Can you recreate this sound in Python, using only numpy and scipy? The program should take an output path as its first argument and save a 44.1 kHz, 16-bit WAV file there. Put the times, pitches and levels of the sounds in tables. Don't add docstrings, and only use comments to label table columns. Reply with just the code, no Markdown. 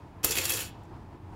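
import sys
import numpy as np
from scipy import signal
from scipy.io import wavfile
from scipy.ndimage import uniform_filter1d

SR = 44100
rng = np.random.default_rng(int(sys.argv[2]) if len(sys.argv) > 2 else 0)


def makeup_ratio(level_db):
    decades = np.asarray(level_db, float) / 20
    return 10 ** decades


def pcm_store(signal):
    levels = np.round(np.clip(np.atleast_2d(signal), -1, 1) * 32767)
    wavfile.write(sys.argv[1], SR, levels.astype(np.int16).T)


N = 59535

# f/Hz, level per Hz/dB
TRAFFIC_TONE = [(15, -45), (25, -11.5), (97, -3), (170, -8.5), (211, -9), (560, -22.5), (886, -14.5),
                (1130, -24.5), (16000, -62)]
# f/Hz, width/Hz, level/dB
RUMBLE = [(87.7, 14, -5.5), (102.7, 22, -7.5), (321, 82, -9), (942, 190, -13)]
# t/s, level/dB
SWELL = [(0, 1), (.12, -1.5), (.21, 0.5), (.3, 2.5), (.7, 0), (.8, 2.3), (.87, 0.5), (.95, 3.5),
         (1.04, 0.5), (1.08, -1), (1.14, 2.5), (1.19, -3), (1.24, -1), (1.31, 1), (1.35, 4.5)]
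# t/s, grind level/dB, brightness/dB
EFFORT = [
    (0.23, -74.5, 4),
    (0.231, -47.5, 4),
    (0.246, -34.5, 4),
    (.30, -42.5, 6.5),
    (0.432, -39.5, 2),
    (.55, -41, 6),
    (0.614, -42, 4.5),
    (0.691, -55.5, -0.5),
    (0.713, -65, -20.5),
]
# t/s, bracket level/dB, coil level/dB, sheet level/dB, frame thud level/dB
KNOCKS = [(0.2378, -37.5, -38, -51, -48), (.2420, -36.5, -36.5, -37, -46), (0.2451, -40, -30.5, -23, -61),
          (.2945, -66, -44, -46, -45.5), (0.3077, -37, -29, -32, -71), (.3185, -33.5, -33.5, -36, -74),
          (0.3536, -31.5, -46, -34.5, -63), (0.366, -33.5, -38, -34.5, -53),
          (0.3719, -31.5, -36, -34.5, -49.5), (.3828, -30.5, -30.5, -32.5, -44.5),
          (.4010, -48, -38, -66, -63), (0.414, -38, -37, -48, -81), (0.4415, -44, -40, -35, -75),
          (0.453, -33.5, -29.5, -31.5, -73), (0.4937, -34.5, -32, -30, -70), (0.5032, -32, -40, -31.5, -57),
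          (.5195, -49, -33, -34, -63), (.5355, -39, -32, -32, -63), (.5710, -35, -40, -41, -77),
          (0.587, -39, -42.5, -46, -87), (.6030, -37, -47, -39.5, -70), (.8330, -76, -68.5, -72, -63),
          (0.851, -78.5, -70.5, -78.5, -83), (1.335, -66, -74.5, -84.5, -84)]
# f/Hz, level/dB, time to fade by 60 dB/s
BRACKET = [(1750, -9, .025), (2545, -4, .04), (2612, -2, .05), (2715, -2, .03), (3020, -3, .015),
           (3330, -3, .02), (3800, -7, .015)]
COIL = [(4295, -6, .03), (4607, -4, .07), (5460, -5, .02), (5685, -2, .02), (6250, -5, .015),
        (6820, -2, .025), (6965, -3, .03), (7085, -3, .03), (7225, -1, .03), (7465, -1, .03),
        (7620, -3, .02), (8200, -6, .015)]
SHEET = [(8650, -6, .02), (9210, -6, .03), (10195, -1, .02), (10400, 0, .015), (10600, -2, .015),
         (11000, -2, .012), (11250, -2, .015), (11700, -3, .01), (12300, -3, .015), (12700, -5, .015),
         (13900, -4, .015), (14075, -5, .02)]
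FRAME = [(75, -2, .15), (265, -12, .08), (308, 0, .1), (355, -1, .08), (400, -3, .08), (453, 0, .12),
         (515, -1, .14), (685, -9, .08), (900, -8, .08), (1150, -9, .06)]
# lowest f/Hz, highest f/Hz, level against rings/dB, grind level/dB,
# share of the motor's brightness/ratio
BODIES = [
    (1350, 4200, 7, -5, 0.38),
    (4000, 7700, 6, -5.06, 0.91),
    (8700, 16000, 6, -8.5, 1.32),
]

TOP_HZ = 15780


def unit(x):
    return x / np.sqrt(np.mean(x ** 2))


def band(x, lo_hz, hi_hz):
    return signal.sosfilt(signal.butter(2, [lo_hz, hi_hz], "bandpass", fs=SR, output="sos"), x)


def fade_factor(t60_s):
    return np.exp(-np.log(1000) / (t60_s * SR))


def wander(per_s):
    hold = int(SR / per_s)
    steps = np.repeat(rng.standard_normal(N // hold + 1), hold)
    smooth = uniform_filter1d(uniform_filter1d(steps, hold), hold)
    return unit(smooth[:N])


def traffic(t):
    level_db, flicker_db, rumble_flicker_db = -46, 0.8, 2.6
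    tone_hz, tone_db = np.array(TRAFFIC_TONE).T
    wash = 0
    for hz in 25 * 2 ** np.arange(0, 9.3, .5):
        db = np.interp(np.log(hz), np.log(tone_hz), tone_db) + flicker_db * wander(10)
        wash = wash + makeup_ratio(db) * band(rng.standard_normal(N), hz * .84, hz * 1.19)
    out = unit(wash)
    for hz, width, db in RUMBLE:
        hum = unit(band(rng.standard_normal(N), hz - width / 2, hz + width / 2))
        out = out + makeup_ratio(db + rumble_flicker_db * wander(18)) * hum
    return unit(out) * makeup_ratio(level_db + np.interp(t, *np.array(SWELL).T))


def room(x, t):
    level_db, split_hz = -11, 4180
    low_t60_s, top_t60_s, build_up_s = 0.34, 0.13, 0.007
    tail = t[:SR // 2]
    noise = rng.standard_normal((2, len(tail)))
    low = band(noise[0], 1300, split_hz) * makeup_ratio(-60 * tail / low_t60_s)
    top = band(noise[1], split_hz, TOP_HZ) * makeup_ratio(-60 * tail / top_t60_s)
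    echo = (low + top) * np.clip(tail / build_up_s, 0, 1)
    echo = echo / np.sqrt(np.sum(echo ** 2))
    return makeup_ratio(level_db) * signal.fftconvolve(x, echo)[:N]


def ticks(per_s):
    scatter_db = 2.2
    chance, side, size = rng.random((3, N))
    happens = chance < per_s / SR
    return unit(happens * np.sign(side - .5) * makeup_ratio(-scatter_db * np.log(size + 1e-9)))


def strikes(column):
    x = np.zeros(N)
    for row in KNOCKS:
        x[int(row[0] * SR)] += makeup_ratio(row[column])
    return x


def rings(x, modes):
    wander_db, wander_per_s = 2.2, 40
    out = 0
    for hz, db, t60_s in modes:
        fade = fade_factor(t60_s)
        struck = x * np.sign(rng.standard_normal(N)) * makeup_ratio(db + wander_db * wander(wander_per_s))
        tone = signal.lfilter([1], [1, -fade * np.exp(2j * np.pi * hz / SR)], struck).imag
        out = out + np.sqrt(1 - fade * fade) * tone
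    return out * np.sqrt(2 / sum(makeup_ratio(2 * db) for _, db, _ in modes))


def motor_effort(t):
    times, level_db, bright_db = np.array(EFFORT).T
    coast = np.exp(-np.maximum(t - times[-1], 0) / 0.015)
    effort = makeup_ratio(np.interp(t, times, level_db, left=-120)) * coast
    return effort, np.interp(t, times, bright_db)


def whirr(effort):
    return makeup_ratio(-7.5) * effort * unit(band(ticks(5400), 640, 1600))


def frame_thud(effort):
    thud_db, hum_db, shake_t60_s, push_s = -13, -31, .08, 0.00061
    shake = signal.lfilter([1], [1, -fade_factor(shake_t60_s)], strikes(column=4))
    shake = (makeup_ratio(thud_db) * shake + makeup_ratio(hum_db) * effort) * ticks(3000)
    push = np.hanning(int(push_s * SR) + 3)
    return np.convolve(rings(shake, FRAME), push)[:N]


def grind(effort, bright_db):
    patchy_db, patchy_per_s = 1.5, 120
    return makeup_ratio(bright_db + patchy_db * wander(patchy_per_s)) * effort * ticks(9000)


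def chatter(column):
    level_db, t60_s, rise_s = 1, 0.035, .0009
    snap_db, snap_t60_s = 24, .012
    hits = strikes(column)
    rise = np.exp(-1 / (rise_s * SR))
    rattle = signal.lfilter([1 - rise], np.convolve([1, -fade_factor(t60_s)], [1, -rise]), hits)
    snap = signal.lfilter([1], [1, -fade_factor(snap_t60_s)], hits ** 2)
    return makeup_ratio(level_db) * (rattle + makeup_ratio(snap_db) * snap) * ticks(12000)


def machine(t):
    effort, bright_db = motor_effort(t)
    out = whirr(effort) + frame_thud(effort)
    for i, modes in enumerate((BRACKET, COIL, SHEET)):
        lo_hz, hi_hz, body_db, grind_db, share = BODIES[i]
        drive = grind(effort, grind_db + share * bright_db) + chatter(column=i + 1)
        out = out + rings(drive, modes) + makeup_ratio(body_db) * band(drive, lo_hz, hi_hz)
    return out


def scene():
    t = np.arange(N) / SR
    near = machine(t)
    return (near + room(near, t) + traffic(t))[None]


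def band_limit(x):
    return signal.sosfilt(signal.butter(12, 16120, fs=SR, output="sos"), x)


def record(dry):
    hiss = makeup_ratio(-80) * rng.standard_normal(dry.shape)
    top_cut = signal.ellip(10, .2, 60, TOP_HZ, fs=SR, output="sos")
    mix = signal.sosfiltfilt(top_cut, dry + hiss)
    return band_limit(mix)


dry = scene()
out = record(dry)
pcm_store(out)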